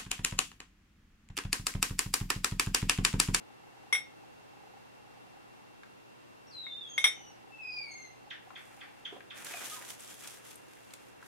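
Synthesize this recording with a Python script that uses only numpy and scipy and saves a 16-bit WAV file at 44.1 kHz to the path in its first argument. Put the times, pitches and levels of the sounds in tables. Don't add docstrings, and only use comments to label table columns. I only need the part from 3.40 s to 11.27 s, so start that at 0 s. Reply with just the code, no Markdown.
import sys
import numpy as np
from scipy import signal
from scipy.fft import rfft, irfft
from scipy.io import wavfile
from scipy.ndimage import uniform_filter1d

SR = 44100
rng = np.random.default_rng(int(sys.argv[2]) if len(sys.argv) > 2 else 0)


def persist_wave(psi):
    counts = np.round(np.clip(psi, -1, 1) * 32767).astype(np.int16)
    wavfile.write(sys.argv[1], SR, np.atleast_2d(counts).T)


N = 347050
TIME = np.arange(N) / SR
TOP_HZ = 15850


def amp(db):
    return 10 ** (np.asarray(db) / 20)


def unit(x):
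    return x / np.sqrt(np.mean(x ** 2) + 1e-20)


def read(points, hz):
    f, value = np.transpose(points)
    return np.interp(np.log(hz + 1), np.log(f + 1), value)


def add(mix, s, sound):
    part = mix[..., max(round(s * SR), 0):][..., :sound.shape[-1]]
    part += sound[..., :part.shape[-1]]


def colour(x, eq):
    n = x.shape[-1]
    gain = amp(read(eq, np.fft.rfftfreq(n, 1 / SR)))
    return np.std(x) * unit(irfft(rfft(x) * gain, n))


def drift(hz):
    return unit(np.interp(TIME * hz, np.arange(20000), rng.standard_normal(20000)))


def flutter(t, hz):
    knots = rng.standard_normal((2, 200)) + 1j * rng.standard_normal((2, 200))
    return np.array([np.interp(t * hz, np.arange(200), ear) for ear in knots]) * np.sqrt(3 / 4)


def pan(db):
    return amp([[db / 2], [-db / 2]])


def burst(envelope, eq, shared):
    noise = rng.standard_normal((2, len(envelope))) + shared * rng.standard_normal(len(envelope))
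    puff = np.pad(unit(noise) * envelope, ((0, 0), (0, len(envelope))))
    return colour(puff, eq)[:, :len(envelope)]


def room(x, wet_db, early_db):
    # f/Hz, t60/s
    decay = [(200, 1), (1000, 0.33), (3000, 0.35), (6000, 0.33), (14000, 0.16)]
    t = np.arange(SR // 2) / SR
    reflections = rng.choice([-1., 1.], (2, len(t))) * (rng.random((2, len(t))) < .12)
    hz, age, spectrum = signal.stft(reflections, SR, nperseg=256)
    spectrum *= amp(-60 * age / read(decay, hz)[:, None])
    tail = signal.istft(spectrum, SR, nperseg=256)[1][:, :len(t)] * np.minimum(t / 0.016, 1)
    early = reflections[:, ::-1] * np.exp(-t / 0.014) * (t > .001)
    response = amp(wet_db) * tail / np.linalg.norm(tail[0])
    response += amp(early_db) * early / np.linalg.norm(early[0])
    response[:, 0] += 1
    return signal.fftconvolve(np.atleast_2d(x), response / np.linalg.norm(response[0]), axes=1)[:, :N]


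def room_tone():
    # f/Hz, gain/dB
    air_eq = [(15, -48), (25, -19), (70, -11), (116, -5.5), (255, 1.5), (307, 2), (654, -3.5), (834, -1.5),
              (1250, -7.5), (2330, -12.5), (2730, -13.5), (3050, -15), (10500, -29), (11400, -29.5),
              (15800, -36.5)]
    # f/Hz, left-right correlation
    image = [(30, 0.66), (120, -0.44), (230, -0.87), (600, -0.67), (1200, -0.58), (2500, -0.28),
             (8000, -0.11), (15000, -0.085)]
    # f/Hz, relative level/dB, phase between the ears/rad
    tones = [(119.5, -72, 2.03), (502, -71, 3), (11100, -90.5, 1.3), (11600, -89, 1.9)]
    left, independent = rfft(rng.standard_normal((2, N)))
    correlation = read(image, np.fft.rfftfreq(N, 1 / SR))
    right = correlation * left + np.sqrt(1 - correlation ** 2) * independent
    air = colour(irfft(np.array([left, right]), N), air_eq) * amp(-55 + .4 * drift(5))
    hum = sum(amp(db + 5.5) * np.sin(2 * np.pi * hz * TIME + np.array([[0], [lead]]))
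              for hz, db, lead in tones)
    return air + hum


def lens_drive():
    # f/Hz, gain/dB
    barrel_eq = [(100, -31), (400, -33), (800, 14), (1100, -6.5), (1700, -13.5), (2150, 0), (2600, -25),
                 (6000, -38)]
    # start/s, end/s
    hunting = [(0, 2.36), (3.76, 5.68)]
    tick_rate_hz, ring_hz, whine_hz = 29.97, 800, 2724
    t, rings, ticking = np.arange(SR // 30) / SR, np.zeros((2, N)), np.zeros(N)
    starts = np.arange(int(N / SR * tick_rate_hz)) / tick_rate_hz
    double_step = np.exp(-((t - .0035) / 0.0028) ** 2) + np.exp(-((t - .0085) / 0.0037) ** 2)
    for s, (accent, detune, turn, spread) in zip(starts, rng.standard_normal((len(starts), 4))):
        if any(start <= s < end for start, end in hunting):
            hz = ring_hz * (1 + .03 * detune)
            phase = 2 * np.pi * hz * t + np.pi * turn + np.array([[0], [1.06 + 0.78 * spread]])
            add(rings, s, amp(-60 + 2 * accent) * double_step * np.sin(phase))
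            add(ticking, s, amp(accent) * double_step)
    rattle = amp(-62.5) * ticking * colour(rng.standard_normal((2, N)), barrel_eq)
    running = (TIME * tick_rate_hz / 3 - .6) % 1 < .77
    gate = uniform_filter1d(1. * running, 200)
    whine = amp(-68) * gate * np.sin(2 * np.pi * np.cumsum(whine_hz + 20 * drift(150)) / SR)
    return rings + rattle + whine


def test_tube():
    # t/s, ring level/dB, mid boost/dB, treble boost/dB, knock level/dB
    clinks = [(0.5262, -19.5, -5.5, -1.5, -23), (0.5495, -31, -14, -5.5, -26), (3.2660, -43, -6, -30, -66),
              (3.5785, -23.5, 0, -7.5, -27), (3.6414, -17.5, 3, 0, -18), (3.6550, -43, 17.5, -20, -22)]
    # f/Hz, relative level/dB, ungripped t60/s, left over right/dB
    glass_modes = [(1224, -22.5, 0.054, 23), (2100, -3, 0.058, 18), (2160, 0.5, 0.21, 2),
                   (3289, -17, 0.071, -14), (3280, -5.5, 0.082, 2), (3535, -13, 0.12, 18),
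                   (3625, -8, 0.18, -8), (3650, -10.5, 0.3, 7), (5535, -17, 0.38, 0),
                   (5724, -4.5, 0.13, 1.5), (7730, -20, 0.27, -1), (9240, -25, .1, 16),
                   (8350, -20, 0.19, 3), (10072, -8.5, .18, -0.5), (9900, -21, .13, 4),
                   (12880, -33, .15, -4), (13200, -22, 0.18, -4), (15300, -31, 0.074, -3)]
    # f/Hz, gain/dB
    holder_eq = [(60, -55), (170, -47), (320, -12), (750, -8.5), (1030, -10), (1280, -3.5), (1700, -5.5),
                 (2200, 8), (2700, -12), (3400, 3), (4300, -18.5), (6000, -12), (7000, -27), (8600, -15),
                 (13500, -43)]
    grip_db_per_s2 = 450
    t, ring, knocks = np.arange(SR // 3) / SR, np.zeros((2, N)), np.zeros((2, N))
    hz, db, t60, side_db = np.transpose(glass_modes)
    mids, treble = (hz > 3000) & (hz < 4500), hz >= 4500
    ear_phase = rng.uniform(1.0, 1.94, len(hz)) * rng.choice([-1, 1], len(hz))
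    looseness = .5 * (1 - np.exp(-t / .008))
    attack = 1 - np.exp(-t / 0.00067)
    blow = (np.exp(-t / 0.003) + 0.65 * np.exp(-t / 0.023)) * (1 - np.exp(-t / 0.00019))
    for s, ring_db, mid_db, treble_db, knock_db in clinks:
        level_db = ring_db - 2 + db + mid_db * mids + treble_db * treble
        for k in range(len(hz)):
            phasor = np.exp(1j * (2 * np.pi * hz[k] * (t + s) + np.array([[0], [ear_phase[k]]])))
            mode = (phasor * (1 + looseness * flutter(t, 78))).imag
            envelope = attack * amp(level_db[k] - 60 * t / t60[k] - grip_db_per_s2 * t ** 2)
            add(ring, s, pan(side_db[k]) * envelope * mode)
        add(knocks, s, amp(knock_db - 6) * burst(blow, holder_eq, shared=3.8))
    return room(ring, wet_db=-22, early_db=-22) + pan(1) * room(knocks, wet_db=-12, early_db=-3.5)


def bench_taps():
    # t/s, relative level/dB, centre f/Hz, width/octaves
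    taps = [(2.433, -41, 1560, 0.9), (3.265, -45.5, 1400, .7), (5.104, -41, 920, 0.76),
            (5.723, -47.5, 378, 1.2), (5.762, -45, 610, 0.93), (5.805, -40, 1760, 0.66),
            (6.046, -33.5, 11000, 1.2), (6.0662, -35.5, 2500, 1.6), (6.137, -34.5, 2230, 0.68),
            (6.503, -31.5, 4000, 5), (6.604, -39.5, 8000, 0.61), (6.844, -41.5, 3000, 1.3),
            (6.873, -35, 6500, 3.3), (7.1561, -41.5, 9700, 0.45), (7.506, -48.5, 4000, 1.3),
            (7.536, -35.5, 3280, 3.9), (7.826, -41.5, 1390, 0.86)]
    dead_t60_s, bench_hz = 0.018, 825
    low_cut_hz, high_cut_hz = 180, 11700
    t, out = np.arange(SR // 4) / SR, np.zeros((2, N))
    hz = np.geomspace(40, 20000, 40)
    for s, db, centre_hz, octaves in taps:
        band_db = -30 * np.log10(1 + (np.log2(hz / centre_hz) / octaves) ** 2)
        band_db -= 10 * np.log10(1 + (low_cut_hz / hz) ** 4)
        band_db -= 10 * np.log10(1 + (hz / high_cut_hz) ** 8)
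        t60 = dead_t60_s * (1 + (bench_hz / centre_hz) ** 3)
        blow = amp(db + 3 - 60 * t / t60) * (1 - np.exp(-t / 0.0013))
        add(out, s, burst(blow, np.transpose([hz, band_db]), shared=1.0))
    return room(out, wet_db=-9.5, early_db=-6.5)


def whistle():
    # t/s, f/Hz
    glides = [
        [(3.08, 5590), (3.098, 5550), (3.126, 4203), (3.316, 3538), (3.382, 3677), (3.49, 3254), (3.56, 3228)],
        [(4.14, 2658), (4.212, 2592), (4.222, 2528), (4.38, 2423), (4.502, 2177), (4.678, 2062), (4.72, 2110)],
    ]
    # t/s, length/s, hold/s, relative level/dB, fade/(dB/s)
    surges = [(3.07, 0.804, 0.21, -45, 33.5), (4.12, 0.54, 0.16, -40, 56)]
    # f/Hz, gain/dB
    nozzle_eq = [(2100, -0.5), (2500, -4.5), (4000, 1.5), (4250, -8), (4850, -1.5), (5040, -18),
                 (5200, -36), (5650, 1.5), (5950, 1.5), (6450, 2), (6750, -33), (7450, -32), (7800, -47),
                 (8600, -14.5), (10500, -49)]
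    attack_s, stop_db_per_s = 0.087, 200
    hz = np.interp(TIME, *np.vstack(glides).T) * (1 + .006 * drift(150))
    flow, t = np.zeros(N), TIME[:2 * SR]
    for s, length, hold, db, fade in surges:
        swell_db = -14.5 * np.maximum(1 - t / attack_s, 0)
        fall_db = fade * np.maximum(t - attack_s - hold, 0) + stop_db_per_s * np.maximum(t - length, 0)
        add(flow, s, amp(db + swell_db - fall_db))
    level = flow * amp(3.5 + 1.5 * drift(60))
    phase = 2 * np.pi * np.cumsum(hz) / SR
    tone = sum(amp(read(nozzle_eq, k * hz) - 2.75 * (k - 1)) * (k * hz < TOP_HZ) * np.sin(k * phase)
               for k in range(1, 5))
    return pan(1) * room(level * tone, wet_db=1, early_db=-1)


def gulps():
    # t/s, relative level/dB, starting f/Hz, decay time/s
    chirps = [(4.9020, -39.5, 3840, 0.0063), (5.1539, -45.5, 3516, 0.0086), (5.406, -46.5, 3624, 0.011),
              (5.6500, -39, 3460, 0.0053), (5.9010, -42, 3770, 0.0068)]
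    # f/Hz, gain/dB
    gulp_eq = [(900, -12), (1400, 0), (1880, 7.5), (2300, 0), (2950, -5), (3300, 0.5), (3650, -8),
               (4200, 4.5), (6200, -8), (7000, -18)]
    floor_hz, dive_s, roughness_db = 1150, 0.0094, 3.5
    t, out = np.arange(SR // 20) / SR, np.zeros(N)
    for s, db, start_hz, decay in chirps:
        hz = floor_hz + (start_hz - floor_hz) * np.exp(-(t / dive_s) ** 2)
        phase = 2 * np.pi * np.cumsum(hz) / SR
        tone = amp(read(gulp_eq, hz)) * np.sin(phase)
        tone += amp(read(gulp_eq, 2 * hz) - 15) * np.sin(2 * phase)
        tone *= amp(roughness_db * flutter(t, 627)[0].real)
        envelope = (1 - np.exp(-t / 0.0013)) * np.exp(-t / decay)
        add(out, s, amp(db + 12) * envelope * tone)
    return room(out, wet_db=7.5, early_db=8.5)


def gurgles():
    # t/s, length/s, first f/Hz, last f/Hz, relative level/dB
    bubbles = [(6.05, 0.051, 1595, 1624, -55), (6.12, 0.075, 2588, 2360, -48),
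               (6.138, 0.018, 695, 750, -47), (6.309, 0.045, 1215, 1280, -51.5),
               (6.361, 0.037, 1070, 916, -51.5)]
    out = np.zeros(N)
    for s, length, first_hz, last_hz, db in bubbles:
        hz = np.linspace(first_hz, last_hz, int(length * SR))
        tone = np.sin(2 * np.pi * np.cumsum(hz) / SR)
        add(out, s, amp(db + 4.5) * signal.windows.tukey(len(hz), .5) * tone)
    return room(out, wet_db=-4, early_db=-4)


def stroke(s, length, attack_s=0.032, release_s=0.059):
    t = TIME - s
    return np.clip(t / attack_s, 0, 1) * np.exp(-np.maximum(t - length, 0) / release_s)


def swish():
    # t/s, length/s, hiss level/dB, rub level/dB
    strokes = [(5.158, 0.23, -67, -68), (5.939, 0.083, -53, -52), (6.029, 0.19, -46.5, -50),
               (6.21, 0.14, -44.5, -52.5), (6.387, 0.074, -54, -57.5), (6.453, 0.048, -48, -56),
               (6.579, 0.078, -52, -59.5), (6.673, 0.03, -48.5, -57.5), (6.76, .2, -54.5, -62.5),
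               (6.826, 0.048, -51.5, -58), (7.027, 0.086, -54, -63), (7.21, 0.48, -66.5, -88),
               (7.81, .05, -64.5, -64)]
    # f/Hz, gain/dB
    hiss_eq = [(1500, -31), (2500, -3), (3400, 2.5), (4300, -4), (6600, 1), (9000, -1), (11000, -1),
               (13000, -6.5), (15700, -15)]
    # f/Hz, gain/dB
    rub_eq = [(40, -45), (120, -13), (250, -3), (700, 0.5), (1000, -1), (1600, 4), (2500, 0.5), (3500, -13),
              (5000, -24)]
    catches_per_s, catch_db, catch_decay_s = 22, 7, 0.0026
    contact = stroke(5.0, N / SR)
    light_hiss_power = (amp(-73.5) * contact) ** 2
    hiss_power, rub_power = light_hiss_power.copy(), (amp(-67.5) * contact) ** 2
    for s, length, hiss_db, rub_db in strokes:
        pressure = stroke(s, length)
        hiss_power += (amp(hiss_db) * pressure) ** 2
        rub_power += (amp(rub_db) * pressure) ** 2
    triggers = rng.random(N) < catches_per_s / SR
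    catches = signal.lfilter([1], [1, -np.exp(-1 / (catch_decay_s * SR))], triggers + 1e-18)
    pressed = np.sqrt(1 - light_hiss_power / (hiss_power + 1e-18))
    lift_db = catch_db * np.minimum(catches, 1) * pressed
    hiss_level = np.sqrt(hiss_power) * amp(0.81 * drift(130) + lift_db)
    slips = rng.standard_normal((3, N))
    slips *= amp(2.8 * np.minimum(rng.exponential(1, (3, N)), 6))
    slips *= rng.random((3, N)) < .2
    hiss = colour(unit(slips[:2] + 0.35 * slips[2]), hiss_eq)
    grain = rng.standard_normal((3, N))
    rub = colour(unit(grain[:2] + 1.1 * grain[2]), rub_eq)
    rub_level = np.sqrt(rub_power) * amp(1 + 1.84 * drift(70) + lift_db)
    return hiss * hiss_level + rub * rub_level


def scene():
    return (test_tube() + whistle() + gurgles() + gulps()
            + bench_taps() + swish() + lens_drive() + room_tone())


def record(dry):
    low_pass = signal.firwin(511, TOP_HZ, window=("kaiser", 9), fs=SR)
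    return signal.oaconvolve(dry, low_pass[None], "same")


dry = scene()
out = record(dry)
persist_wave(out)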